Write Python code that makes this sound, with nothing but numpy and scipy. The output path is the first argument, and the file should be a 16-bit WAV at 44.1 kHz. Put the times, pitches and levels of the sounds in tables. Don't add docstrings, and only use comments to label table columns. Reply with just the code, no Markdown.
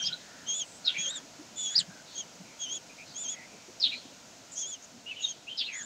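import sys
import numpy as np
from scipy import signal
from scipy.fft import rfft, irfft
from scipy.io import wavfile
from scipy.ndimage import uniform_filter1d

SR = 44100
rng = np.random.default_rng(int(sys.argv[2]) if len(sys.argv) > 2 else 0)


def transcribe(signal):
    frames = np.atleast_2d(signal).T
    limited = np.clip(frames, -1, 1)
    pcm = np.round(limited * 32767).astype(np.int16)
    wavfile.write(sys.argv[1], SR, pcm)


N = 257984
TIME = np.arange(N) / SR

# (start [s], first arch [s], second rise [s], final fall [s],
# opening pitch [Hz], first crest [Hz], dip [Hz], second crest [Hz],
# fundamental base level [dB], octave base level [dB], gain of second arch [dB])
BEGGING_CALLS = [(-0.039, 0.085, 0.024, 0.04, 3000, 3154, 3173, 3300, -36.5, -46.5, -2.5),
                 (0.454, 0.069, 0.05, 0.073, 3053.0, 3232, 3248, 3494, -38, -34, 0),
                 (0.968, 0.1, 0.061, 0.065, 3195, 3338, 3200, 3804, -37.5, -35.5, 0.0),
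                 (1.557, 0.12, 0.066, 0.019, 3500, 3445, 3319.0, 3445, -37, -35, -3),
                 (2.139, 0.035, 0.013, 0.052, 3170, 3260, 3170, 3336, -48.5, -42.5, 5.5),
                 (2.589, 0.084, 0.082, 0.036, 3300, 3250, 3055.0, 3357, -41.5, -37, -1.0),
                 (3.142, 0.13, 0.044, 0.038, 3200, 3550, 3160, 3450, -46.0, -37.5, 3),
                 (4.556, 0.082, 0.056, 0.081, 3100, 3440, 3207, 3470, -46.5, -39, -1.5),
                 (5.197, 0.081, 0.021, 0.04, 3404, 3300, 3155.0, 3287, -46.5, -39.5, 0.5),
                 (5.712, 0.11, 0.013, 0.065, 3160, 3474, 3300, 3550, -51.5, -40.5, -5)]
# (frequency [Hz], gain [dB])
FUNDAMENTAL_RESPONSE = [(2950, 0), (3230, 1), (3430, -1), (3530, -5.5), (3680, -1), (3860, -11)]
OCTAVE_RESPONSE = [(6000, -21), (6260, -6.5), (6460, 0.5), (6860, -2.5), (7080, -2), (7360, -6),
                   (7720, -31)]
# (time [s], pitch [Hz], fundamental level [dB], octave level [dB])
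SQUEAL_CONTOUR = [(1.744, 3610, -45, -66), (1.755, 4470, -32.5, -60), (1.764, 4895, -18, -73),
                  (1.773, 5230, -31, -76), (1.784, 4820, -20.5, -68), (1.794, 4000, -30, -33.5),
                  (1.805, 3450, -37, -37), (1.819, 3000, -38, -65)]
# (start
# [s], duration [s], time to peak [s], first pitch [Hz], last pitch [Hz], relative level [dB], # rasp deviation
# [Hz])
CHIRP_SYLLABLES = [(0.018, 0.026, 0.0083, 5510, 6320, -31, 110),
                   (.034, 0.048, 0.034, 4560, 5190, -27.5, 190),
                   (0.068, .024, 0.0046, 3805, 2735, -29, 180), (0.107, .022, 0.016, 2810, 3570, -35.5, 40),
                   (0.124, .014, 0.0051, 3770, 4160, -26, 30), (0.843, 0.023, 0.022, 4410, 4080, -28, 120),
                   (0.853, 0.029, .008, 5120, 4490, -32, 200), (0.866, 0.039, 0.01, 3990, 2934, -18, 150),
                   (0.897, 0.057, .02, 2800, 3630, -35, 280), (0.937, 0.087, .024, 2260, 2560, -31, 170),
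                   (3.799, 0.032, 0.031, 5280, 4150, -22, 140), (3.823, 0.048, 0.043, 5130, 3440, -24, 190),
                   (3.831, .04, .01, 3950, 2900, -18.5, 120), (3.869, .13, 0.025, 3686, 4256, -35.5, 260),
                   (3.91, 0.049, 0.015, 2504, 2474, -32.5, 150),
                   (5.06, 0.058, 0.025, 2830, 3090, -32.5, 90), (5.098, .04, 0.018, 2975, 2306, -35, 100),
                   (5.147, 0.14, 0.024, 2953, 2870, -37.5, 120), (5.226, 0.03, 0.027, 3824, 3670, -24, 60),
                   (5.468, 0.026, 0.026, 2446, 3020, -35, 70),
                   (5.491, 0.099, 0.0043, 3120, 3150, -32.5, 70.5),
                   (5.57, 0.065, .017, 5100, 4160, -30, 210), (5.573, 0.062, 0.04, 4305, 2810, -25, 190),
                   (5.631, 0.047, 0.013, 3100, 4330, -32.5, 200),
                   (5.662, 0.072, 0.025, 2873, 2240, -35, 150), (5.712, 0.13, 0.021, 2295, 1548, -37, 142)]
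# (start [s], duration [s], pitch [Hz], glide [Hz], level [dB], half-bandwidth [Hz])
FAR_NOTES = [(-.02, .06, 1566, 0, -50, 130), (0.088, 0.086, 1470, 3, -49.5, 45),
             (0.137, .42, 1670, -350, -57, 260), (0.833, 0.12, 1453, 0, -54, 70),
             (.98, 0.271, 1652, -100, -53.5, 300), (1.679, 0.18, 1823, 60, -52, 270),
             (1.858, 0.2, 1560, -100, -58, 70.4), (2.43, 0.15, 2316, -200, -58.5, 150),
             (2.886, 0.056, 2430, 0, -54, 140), (2.967, 0.085, 2420, 250, -48, 110),
             (3.048, 0.75, 2465, -100, -61.5, 150), (3.299, .2, 2054, 43, -53, 119)]
# (start [s], duration [s], frequency [Hz], level [dB])
FLOOR_BUMPS = [(.0, 0.18, 161.4, -54.5), (.975, 0.037, 149, -50), (1.055, 0.045, 541, -51.5),
               (1.2, 0.078, 291, -56), (1.382, 0.059, 290, -47), (1.759, 0.093, 169.5, -52),
               (1.875, 0.037, 174, -46.5), (2.392, 0.04, 194, -48.5), (3.675, 0.031, 403, -51.5),
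               (3.84, 0.16, 260.6, -59), (4.049, 0.026, 265, -49), (4.899, 0.12, 254.6, -54.5)]
# (start [s], duration [s], centre frequency [Hz], level [dB])
RUSTLES_AND_PEEP = [(0.607, 0.23, 7860, -57.5), (2.034, 0.2, 4020, -53), (3.044, 0.13, 4370, -53.5),
                    (4.507, 0.057, 7160, -46), (4.54, 0.11, 6260, -37.5), (4.814, 0.052, 6500, -50)]
# (frequency [Hz], relative spectral density [dB])
HISS_SPECTRUM = [(15, -65), (25, -22.5), (267, -2.5), (359, -11), (684, -2.5), (804, -8.5), (945, -7),
                 (1140, -13), (1410, -8.5), (1800, -13), (2490, -11), (3340, -12.5), (6730, -8),
                 (9550, -28), (15500, -33)]
# (time [s], gain [dB])
BACKGROUND_GAIN = [(0, 1.53), (4.3, 0.5), (5.85, -2.5)]


def nestlings():
    calls = [whistle(*begging_contour(row), jitter=.006, shimmer_db=1.6, skirt_db=-7.5)
             for row in BEGGING_CALLS]
    tone, flow, gape = np.sum(calls, axis=0)
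    dull_air = from_db(-19) * (1 - .5 * gape) * band_noise(5540, 6030)
    bright_air = from_db(-15) * gape * band_noise(7200, 8130)
    box = from_db(-14) * echoes(tone, delay_s=.002, t60=.05, count=60)
    return tone + flow * (dull_air + bright_air) + box


def begging_contour(row):
    start, arch_s, rise_s, fall_s, *pitches, fundamental_db, octave_db, second_arch_db = row
    attack_s, release_s, sag_hz_per_s = .037, .033, 9500
    crest_s = arch_s + rise_s
    length = crest_s + fall_s
    at, t, gate = span(start, length)
    turns = np.arange(len(pitches))
    step = np.interp(t, [0, .6 * arch_s, arch_s, crest_s], turns)
    eased = np.floor(step) + np.sin(np.pi / 2 * (step % 1)) ** 2
    sag_hz = sag_hz_per_s * np.maximum(t - crest_s, 0) ** 2 / fall_s
    waver = wobble(28, len(at))
    hz = (np.interp(eased, turns, pitches) - sag_hz) * (1 + .005 * waver)
    edges = np.maximum(1 - t / attack_s, 0) ** 2 + np.maximum(1 - (length - t) / release_s, 0) ** 2
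    accent_db = np.interp(t, [arch_s, arch_s + rise_s / 2], [0, second_arch_db])
    effort_db = accent_db - 18.5 * edges + .8 * waver
    thin_db = -2 * np.maximum(1 - t / .11, 0)
    fundamental_db += effort_db + thin_db + lookup(FUNDAMENTAL_RESPONSE, hz)
    octave_db += effort_db + lookup(OCTAVE_RESPONSE, 2 * hz)
    return at, gate, hz, fundamental_db, octave_db


def whistle(at, gate, hz, fundamental_db, octave_db, jitter, shimmer_db, skirt_db):
    tone, flow, gape = np.zeros((3, N))
    phase = phase_of(hz * (1 + jitter * wobble(290, len(at))))
    fundamental = gate * from_db(fundamental_db + shimmer_db * wobble(170, len(at)))
    octave = gate * from_db(octave_db + shimmer_db * wobble(170, len(at)))
    flow[at] = np.hypot(fundamental, octave)
    gape[at] = np.clip((hz - 3300) / 250, 0, 1)
    third = from_db(-46 + 10 * gape[at]) * np.sqrt(fundamental * octave)
    harmonics = fundamental * np.sin(phase) + octave * np.sin(2 * phase) + third * np.sin(3 * phase)
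    skirt = wobble(385, len(at)) * (fundamental * np.cos(phase) + octave * np.cos(2 * phase))
    tone[at] = np.sqrt(2) * harmonics + from_db(skirt_db) * skirt
    return tone, flow, gape


def squeal():
    times, *columns = np.transpose(SQUEAL_CONTOUR)
    at, _, gate = span(times.min(), np.ptp(times))
    rounding = len(at) // (3 * len(times))
    curves = [uniform_filter1d(np.interp(at / SR, times, column), rounding, mode="nearest")
              for column in columns]
    tone, _, _ = whistle(at, gate, *curves, jitter=.014, shimmer_db=3, skirt_db=-7)
    tone = filtered(tone, 9500, "low", order=4)
    return tone + from_db(-10.5) * echoes(tone, delay_s=.0042, t60=.09, count=80)


def chirp(row):
    start, length, peak_s, first_hz, last_hz, level_db, rasp_hz = row
    at, t, gate = span(start, length)
    rise = np.interp(t, [0, peak_s], [1, 0])
    fall = np.clip((t - peak_s) / max(length - peak_s, 1 / SR), 0, 1)
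    swell_db = -13 * rise ** 1.12 - 16 * fall ** 1.12
    hz = first_hz * (last_hz / first_hz) ** (t / length)
    phase = phase_of(hz + rasp_hz * wobble(620, len(at)))
    flutter = unit_rms(from_db(1.65 * wobble(173, len(at))))
    voice = np.zeros(N)
    voice[at] = np.sqrt(2) * gate * flutter * from_db(level_db + swell_db) * np.sin(phase)
    return voice


def birds_outside():
    voice = sum(chirp(row) for row in CHIRP_SYLLABLES)
    near = from_db(-2.5) * echoes(voice, delay_s=.0005, t60=.075, count=60)
    bright = filtered(voice, 3500, "high")
    late = from_db(-16) * echoes(bright, delay_s=.024, t60=.13, count=120)
    return from_db(-9) * voice + near + late + from_db(-17) * reverberation(bright, t60=.77)


def far_birds():
    return sum(noise_swell(start, length, hz, db, half_band_hz, glide_hz)
               for start, length, hz, glide_hz, db, half_band_hz in FAR_NOTES)


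def shuffling_and_peep():
    bumps = sum(noise_swell(*row, half_band_hz=27.4) for row in FLOOR_BUMPS)
    bumps = filtered(bumps, 75, "high")
    scuffs = from_db(-70.5) * band_noise(210, 560) * from_db(6.5 * np.minimum(wobble(12, N), 2))
    rustles_and_peep = sum(noise_swell(*row, half_band_hz=430) for row in RUSTLES_AND_PEEP)
    return bumps + scuffs + rustles_and_peep


def background():
    hz, level_db = np.transpose(HISS_SPECTRUM)
    bin_hz = np.maximum(np.arange(N // 2 + 1) * SR / N, 1)
    colour = from_db(np.interp(np.log(bin_hz), np.log(hz), level_db))
    hiss = from_db(-53) * unit_rms(irfft(rfft(rng.standard_normal(N)) * colour, N))
    rumble = from_db(-66) * band_noise(108, 297) * from_db(2.5 * wobble(9.2, N))
    return (hiss + rumble) * from_db(lookup(BACKGROUND_GAIN, TIME))


def echoes(x, delay_s, t60, count):
    lags = rng.uniform(0, .7 * t60, count)
    response = np.zeros(int((delay_s + t60) * SR) + 2)
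    response[((delay_s + lags) * SR).astype(int)] = rng.choice([-1, 1], count) * from_db(-60 * lags / t60)
    return signal.fftconvolve(x, response / np.linalg.norm(response))[:N]


def reverberation(x, t60):
    retained = from_db(-120 / (t60 * SR))
    energy = signal.lfilter([1 - retained], [1, -retained], x ** 2 + 1e-18)
    return np.sqrt(energy) * band_noise(2930, 4400)


def noise_swell(start, length, hz, level_db, half_band_hz, glide_hz=0):
    at, _, _ = span(start, length)
    phase = phase_of(hz + glide_hz * np.linspace(-.5, .5, len(at)))
    noise = wobble(half_band_hz, len(at)) * np.cos(phase) + wobble(half_band_hz, len(at)) * np.sin(phase)
    swell = np.zeros(N)
    swell[at] = from_db(level_db) * signal.windows.tukey(len(at), .7) * noise
    return swell


def span(start, length):
    at = np.arange(max(int(start * SR), 0), min(int((start + length) * SR), N))
    return at, at / SR - start, signal.windows.tukey(len(at), min(1, .00099 * SR / len(at)))


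def band_noise(low_hz, high_hz):
    return unit_rms(filtered(rng.standard_normal(N), [low_hz, high_hz], "band"))


def wobble(rate_hz, size):
    return unit_rms(filtered(rng.standard_normal(size + SR // 10), rate_hz, "low")[-size:])


def filtered(x, edges_hz, kind, order=2):
    return signal.sosfilt(signal.butter(order, edges_hz, kind, fs=SR, output="sos"), x)


def phase_of(hz):
    return 2 * np.pi * np.cumsum(hz) / SR


def lookup(table, x):
    return np.interp(x, *np.transpose(table))


def from_db(db):
    return 10 ** (np.asarray(db) / 20)


def unit_rms(x):
    return x / np.sqrt(np.mean(x ** 2) + 1e-20)


def scene():
    mono = nestlings() + squeal() + birds_outside() + far_birds() + shuffling_and_peep() + background()
    return np.array([mono, mono])


def record(dry):
    return signal.sosfilt(signal.ellip(12, .1, 80, 15700, fs=SR, output="sos"), dry)


dry = scene()
out = record(dry)
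transcribe(out)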